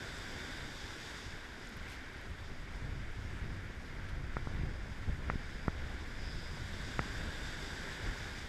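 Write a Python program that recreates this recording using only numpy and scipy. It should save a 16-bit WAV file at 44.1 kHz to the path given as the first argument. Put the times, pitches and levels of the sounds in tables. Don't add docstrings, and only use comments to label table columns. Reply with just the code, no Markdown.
import sys
import numpy as np
from scipy import signal
from scipy.io import wavfile
from scipy.ndimage import uniform_filter1d

SR = 44100
rng = np.random.default_rng(int(sys.argv[2]) if len(sys.argv) > 2 else 0)


def persist_wave(psi):
    counts = np.round(np.clip(psi, -1, 1) * 32767).astype(np.int16)
    wavfile.write(sys.argv[1], SR, np.atleast_2d(counts).T)


N = 373968
TIME = np.arange(N) / SR

# hit_s, strength_db, spray_stays_up_s, side_wash_db
BIG_WAVES = [(-0.2, -0.4, 1.39, -54.5), (7.2, -0.44, 1.19, -53)]
# peak_s, level_db
SMALL_WAVES = [(0.42, -57), (1.12, -56.5), (1.88, -55.5), (2.83, -57), (3.448, -56), (3.97, -57.5),
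               (4.55, -54.5), (5.3, -57), (5.85, -54), (7.2, -52.5), (8.06, -49)]
# pitch_hz, relative_db
CHURN_TONE = [(60, -0.5), (150, -1), (290, -1), (450, -6), (700, -9.5), (1000, -10.5), (1400, -18.5),
              (3000, -37)]
FOAM_TONE = [(200, -3), (700, -10), (1000, -5.5), (1250, -3.5), (1600, 3.5), (2100, -2), (2800, -11),
             (4000, -15), (7000, -24), (15000, -46)]
SPRAY_TONE = [(1000, -9), (2200, -10.5), (3100, 3.5), (4200, -3), (5500, -2), (7000, -10), (8700, -14),
              (10500, -21.5), (12500, -29), (15000, -50)]
WIND_TONE = [(15, 11), (28, 0), (50, 3.5), (85, 0.5), (130, -7), (200, -15.5), (320, -26), (600, -33),
             (1500, -47)]
SPATTER_TONE = [(1800, 9), (5000, -1), (9000, -17), (13000, -21)]
LAKE_TONE = [(300, -7), (900, -1.5), (1700, 7.5), (2200, 3), (2900, -7), (4200, -12), (5500, -16),
             (7500, -20.5), (10000, -23), (13000, -25), (15000, -36)]
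# pitch_hz, width_hz, gain_db
CASE_COLOUR = [(1250, 210, -7.5), (1530, 640, 8), (2130, 730, 3.5), (2520, 820, -2), (3593, 880, 7.5),
               (4150, 450, -4.5), (4910, 510, 6), (5400, 220, 0), (5580, 280, 1.5), (6250, 290, -8),
               (6530, 650, 4.5), (7680, 550, 4.5), (8800, 460, -2.5), (10440, 560, -3.5), (11160, 800, 2),
               (12250, 430, -8), (13000, 650, 0)]
# pitch_hz, width_hz, relative_db
SIDE_RINGS = [(1580, 340, 0), (3560, 410, -7.5), (4730, 280, -10.5), (7650, 420, -15.5), (11300, 900, -30)]
# time_s, strength_db
BREEZE_CURVE = [(0, -50.5), (1.1, -56.5), (2.1, -52), (2.9, -44), (3.5, -43.5), (3.85, -49), (4.15, -41.5),
                (4.8, -45), (5.6, -45.5), (6.8, -45), (7.8, -48.5), (8.48, -49)]
# peak_s, strength_db, half_length_s
WIND_GUSTS = [(0.35, -50, 0.032), (0.63, -49, 0.071), (0.86, -50.5, .07), (1.32, -48, 0.093),
              (1.81, -48.5, 0.08), (2.31, -45, 0.042), (2.53, -49, 0.089), (2.88, -44, 0.079),
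              (3.45, -44.5, 0.044), (4.64, -40, 0.14), (5.09, -35, 0.027), (5.29, -41, 0.092),
              (5.82, -44.5, 0.14), (6.29, -43.5, 0.12), (7.24, -43.5, 0.095), (7.46, -44, .05),
              (8.08, -40, 0.046)]
# start_s, force_db, contact_s, push_or_pull (+1 or -1), linger_share (0-1)
DROP_KNOCKS = [(4.3683, -19, 0.00068, -1, 0.3), (4.4722, -28, 0.00086, -1, 0.8),
               (5.2997, -14.5, 0.00059, 1, 0), (5.6811, -17.5, 0.00072, -1, 1),
               (6.9927, -13, 0.00053, -1, 0.21)]
SOFT_BUMPS = [(4.548, -26.5, 0.0097, -1, 0.2), (4.593, -22, 0.0081, 1, 0), (4.6338, -25.5, 0.0029, -1, 0.7),
              (5.087, -22.5, 0.006, 1, 0.5), (5.122, -23.5, 0.015, 1, .1), (5.356, -25, 0.0036, 1, 0.5),
              (6.9965, -28, 0.0069, -1, 0), (8.085, -26, 0.019, 1, 0.3)]
# peak_s, level_db, half_length_s
CREST_SPURTS = [(4.7, -71, .25), (5.55, -68, 0.25), (6.31, -57, 0.15), (6.5, -62, .15)]
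# peak_s, level_db, half_length_s
SHOWERS = [(1.918, -53.5, 0.054), (3.86, -63, 0.065), (4.094, -58, 0.014)]
# start_s, peak_db, pitch_hz
DROP_TICKS = [(1.672, -43.5, 6800), (1.692, -52, 11400), (1.770, -52, 11800), (1.900, -49, 8800),
              (1.921, -51, 11200), (2.132, -61, 11500), (2.173, -57, 10500), (2.215, -58, 11900)]

WAVE_HOLD_S = 0.69
CUTOFF_HZ = 15100


def churn():
    big_db = [wave_db(s, db - 50.5, rise_db_per_s=5.5, hold_s=WAVE_HOLD_S, fall_db_per_s=7.5)
              for s, db, _, _ in BIG_WAVES]
    level_db = together(-57.5, slosh_db() - 1.5, *big_db)
    rumble = rush(CHURN_TONE, surge_db=-0.1, surge_hz=6.8, flicker_db=1.13, flicker_hz=17)
    gulps = bubbles(CHURN_TONE, per_s=300, low_hz=198, high_hz=1218, cycles=17, size_db=4)
    return from_db(level_db) * in_case(rumble + from_db(-9) * gulps)


def foam():
    levels_db = [wave_db(s, db - 52.18, rise_db_per_s=6.5, hold_s=WAVE_HOLD_S, fall_db_per_s=5.5)
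                 for s, db, _, _ in BIG_WAVES]
    wash = rush(FOAM_TONE, surge_db=1.4, surge_hz=13, flicker_db=1.8, flicker_hz=16)
    froth = bubbles(FOAM_TONE, per_s=2500, low_hz=705, high_hz=4330, cycles=15, size_db=2.5)
    return from_db(together(*levels_db)) * in_case(wash + from_db(-2.5) * froth)


def spray():
    lead_s = 0.35
    levels_db = []
    for s, db, up_s, _ in BIG_WAVES:
        plume_db = wave_db(s - lead_s, db - 54.27, rise_db_per_s=12.5,
                           hold_s=lead_s + up_s, fall_db_per_s=50)
        fizz_db = wave_db(s, db - 58.77, rise_db_per_s=2, hold_s=up_s, fall_db_per_s=3.5)
        levels_db += [plume_db, fizz_db]
    hiss = rush(SPRAY_TONE, surge_db=1.1, surge_hz=9.5, flicker_db=1, flicker_hz=6.3)
    patter = bubbles(SPRAY_TONE, per_s=4300, low_hz=2530, high_hz=13700, cycles=3.2, size_db=1.5)
    return from_db(together(*levels_db)) * in_case(hiss + from_db(-4) * patter)


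def side_wash():
    levels_db = [wave_db(s, side_db, rise_db_per_s=11, hold_s=WAVE_HOLD_S, fall_db_per_s=15)
                 for s, _, _, side_db in BIG_WAVES]
    wash = rng.standard_normal(N) * from_db(drift(24))
    hollow = sum(from_db(db) * ring_twice(wash, hz, width_hz) for hz, width_hz, db in SIDE_RINGS)
    return from_db(together(*levels_db)) * rms_one(hollow)


def slosh_db():
    levels_db = [wave_db(s, db, rise_db_per_s=49, hold_s=0, fall_db_per_s=23) for s, db in SMALL_WAVES]
    return together(-59, *levels_db)


def backwash():
    wash = rush(FOAM_TONE, surge_db=1.1, surge_hz=14, flicker_db=1.1, flicker_hz=14)
    gurgle = bubbles(FOAM_TONE, per_s=2000, low_hz=690, high_hz=2990, cycles=12, size_db=2.5)
    return from_db(slosh_db()) * in_case(low_pass(wash + from_db(-4.5) * gurgle, hz=4800))


def wind():
    breeze_db = np.interp(TIME, *np.transpose(BREEZE_CURVE))
    strength_db = 20 * np.log10(np.hypot(from_db(breeze_db), swells(WIND_GUSTS)))
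    swirls = rush(WIND_TONE, surge_db=1, surge_hz=29, flicker_db=1, flicker_hz=8.5)
    swirls /= np.sqrt(uniform_filter1d(swirls ** 2, size=5000))
    small_swirls = low_pass(ring(rng.standard_normal(N), hz=195, width_hz=124), hz=450)
    flutter = rms_one(small_swirls * np.abs(swirls))
    flutter_db = -11 + 0.5 * (strength_db + 31)
    return from_db(strength_db + 1.88) * (swirls + from_db(flutter_db) * flutter)


def touch_force(touches):
    force = np.zeros(N)
    for start_s, db, contact_s, push_or_pull, linger_share in touches:
        progress = np.maximum(TIME - start_s, 0) / contact_s
        hump = np.sin(np.pi * np.minimum(progress, 1)) ** 2
        drain = progress ** 2 * np.exp(2 - 2 * progress)
        force += push_or_pull * from_db(db) * (hump + linger_share * drain)
    return force


def case_blows():
    force = touch_force(DROP_KNOCKS) + touch_force(SOFT_BUMPS)
    squeeze = signal.sosfilt(signal.butter(1, 50, "high", fs=SR, output="sos"), force)
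    squeeze -= ring(squeeze, hz=1550, width_hz=340)
    shell = 1.82 * ring(squeeze, hz=1440, width_hz=286) + ring(squeeze, hz=1900, width_hz=260)
    mount = 0.3 * ring(force, hz=52, width_hz=38) + 0.5 * ring(force, hz=120, width_hz=160)
    return 0.57 * squeeze + shell + mount


def crest_sizzle():
    hiss = ring_twice(rng.standard_normal(N), hz=4990, width_hz=420)
    return swells(CREST_SPURTS) * rms_one(hiss)


def spatter():
    drops = bubbles(SPATTER_TONE, per_s=2600, low_hz=1780, high_hz=12500, cycles=13, size_db=2.5)
    return swells(SHOWERS) * drops


def droplets():
    out, fade_s = np.zeros(N), 0.00046
    for start_s, peak_db, hz in DROP_TICKS:
        fade = (TIME >= start_s) * np.exp(-np.abs(TIME - start_s) / fade_s)
        burst = rng.standard_normal(N) * fade
        tick = ring_twice(burst, hz, width_hz=1700) + 0.08 * low_pass(burst, hz=7000)
        out += from_db(peak_db) * tick / np.max(np.abs(tick))
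    return out


def lake():
    wash = rush(LAKE_TONE, surge_db=0.5, surge_hz=4.2, flicker_db=1.5, flicker_hz=20)
    return from_db(-56) * in_case(wash, depth=0.2)


def in_case(sound, depth=1):
    for hz, width_hz, db in CASE_COLOUR:
        gain = from_db(depth * db / 2)
        width = np.pi * width_hz / SR
        tuning = -2 * np.cos(2 * np.pi * hz / SR)
        sound = signal.lfilter([1 + width * gain, tuning, 1 - width * gain],
                               [1 + width / gain, tuning, 1 - width / gain], sound)
    return rms_one(sound)


def rush(tone, surge_db, surge_hz, flicker_db, flicker_hz):
    edges_hz = np.geomspace(14, 18000, 22)
    noise = rng.standard_normal((2, N))
    surge = from_db(surge_db * drift(surge_hz))
    out = np.zeros(N)
    for k, (low, high) in enumerate(zip(edges_hz, edges_hz[1:])):
        hz = np.sqrt(low * high)
        if tone[0][0] / 2 < hz < tone[-1][0] * 2:
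            band_filter = signal.butter(2, [low, high], "band", fs=SR, output="sos")
            band = signal.sosfilt(band_filter, noise[k % 2])
            out += band * from_db(tone_db(tone, hz) + flicker_db * drift(flicker_hz))
    return rms_one(out * surge)


def bubbles(tone, per_s, low_hz, high_hz, cycles, size_db, pitches=24):
    sizes = from_db(size_db * np.minimum(rng.exponential(1, N), 4))
    signs = rng.choice([-1, 1], N)
    births = sizes * signs * (rng.random(N) < per_s / SR)
    pitch_index = rng.integers(0, pitches, N)
    out = np.zeros(N)
    for k, hz in enumerate(np.geomspace(low_hz, high_hz, pitches)):
        out += from_db(tone_db(tone, hz)) * ring(births * (pitch_index == k), hz, 2 * hz / cycles)
    return rms_one(out)


def wave_db(peak_s, db, rise_db_per_s, hold_s, fall_db_per_s):
    before_s = np.maximum(peak_s - TIME, 0)
    after_s = np.maximum(TIME - peak_s - hold_s, 0)
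    return db - rise_db_per_s * before_s - fall_db_per_s * after_s


def swells(rows):
    gains = [from_db(db) * np.exp(-((TIME - s) / half_s) ** 2) for s, db, half_s in rows]
    return np.sqrt(sum(gain ** 2 for gain in gains))


def together(*levels_db):
    return 10 * np.log10(sum(10 ** (db / 10) for db in levels_db))


def drift(rate_hz):
    step, warm_up = 40, 2000
    decay = np.exp(-2 * np.pi * rate_hz * step / SR)
    noise = rng.standard_normal(N // step + warm_up + 2)
    slow = signal.lfilter([1], [1, -2 * decay, decay ** 2], noise)[warm_up:]
    return np.interp(np.arange(N) / step, np.arange(len(slow)), rms_one(slow))


def ring(sound, hz, width_hz):
    decay = np.exp(-np.pi * width_hz / SR)
    feed = np.array([1, 0, -1]) * (1 - decay ** 2) / 2
    feedback = [1, -2 * decay * np.cos(2 * np.pi * hz / SR), decay ** 2]
    return signal.lfilter(feed, feedback, sound + 1e-18)


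def ring_twice(sound, hz, width_hz):
    return ring(ring(sound, hz, width_hz), hz, width_hz)


def low_pass(sound, hz, order=2):
    return signal.sosfilt(signal.butter(order, hz, fs=SR, output="sos"), sound)


def tone_db(tone, hz):
    pitches_hz, levels_db = np.transpose(tone)
    return np.interp(np.log(hz), np.log(pitches_hz), levels_db)


def from_db(db):
    return 10 ** (np.asarray(db) / 20)


def rms_one(sound):
    return sound / np.sqrt(np.mean(sound ** 2) + 1e-20)


def scene():
    water = lake() + churn() + foam() + spray() + side_wash() + backwash()
    drops = crest_sizzle() + spatter() + droplets()
    return (water + drops + wind() + case_blows())[None, :]


def record(dry):
    soft = low_pass(dry, hz=14200, order=6)
    return signal.sosfilt(signal.ellip(12, 0.1, 80, CUTOFF_HZ, fs=SR, output="sos"), soft)


dry = scene()
out = record(dry)
persist_wave(out)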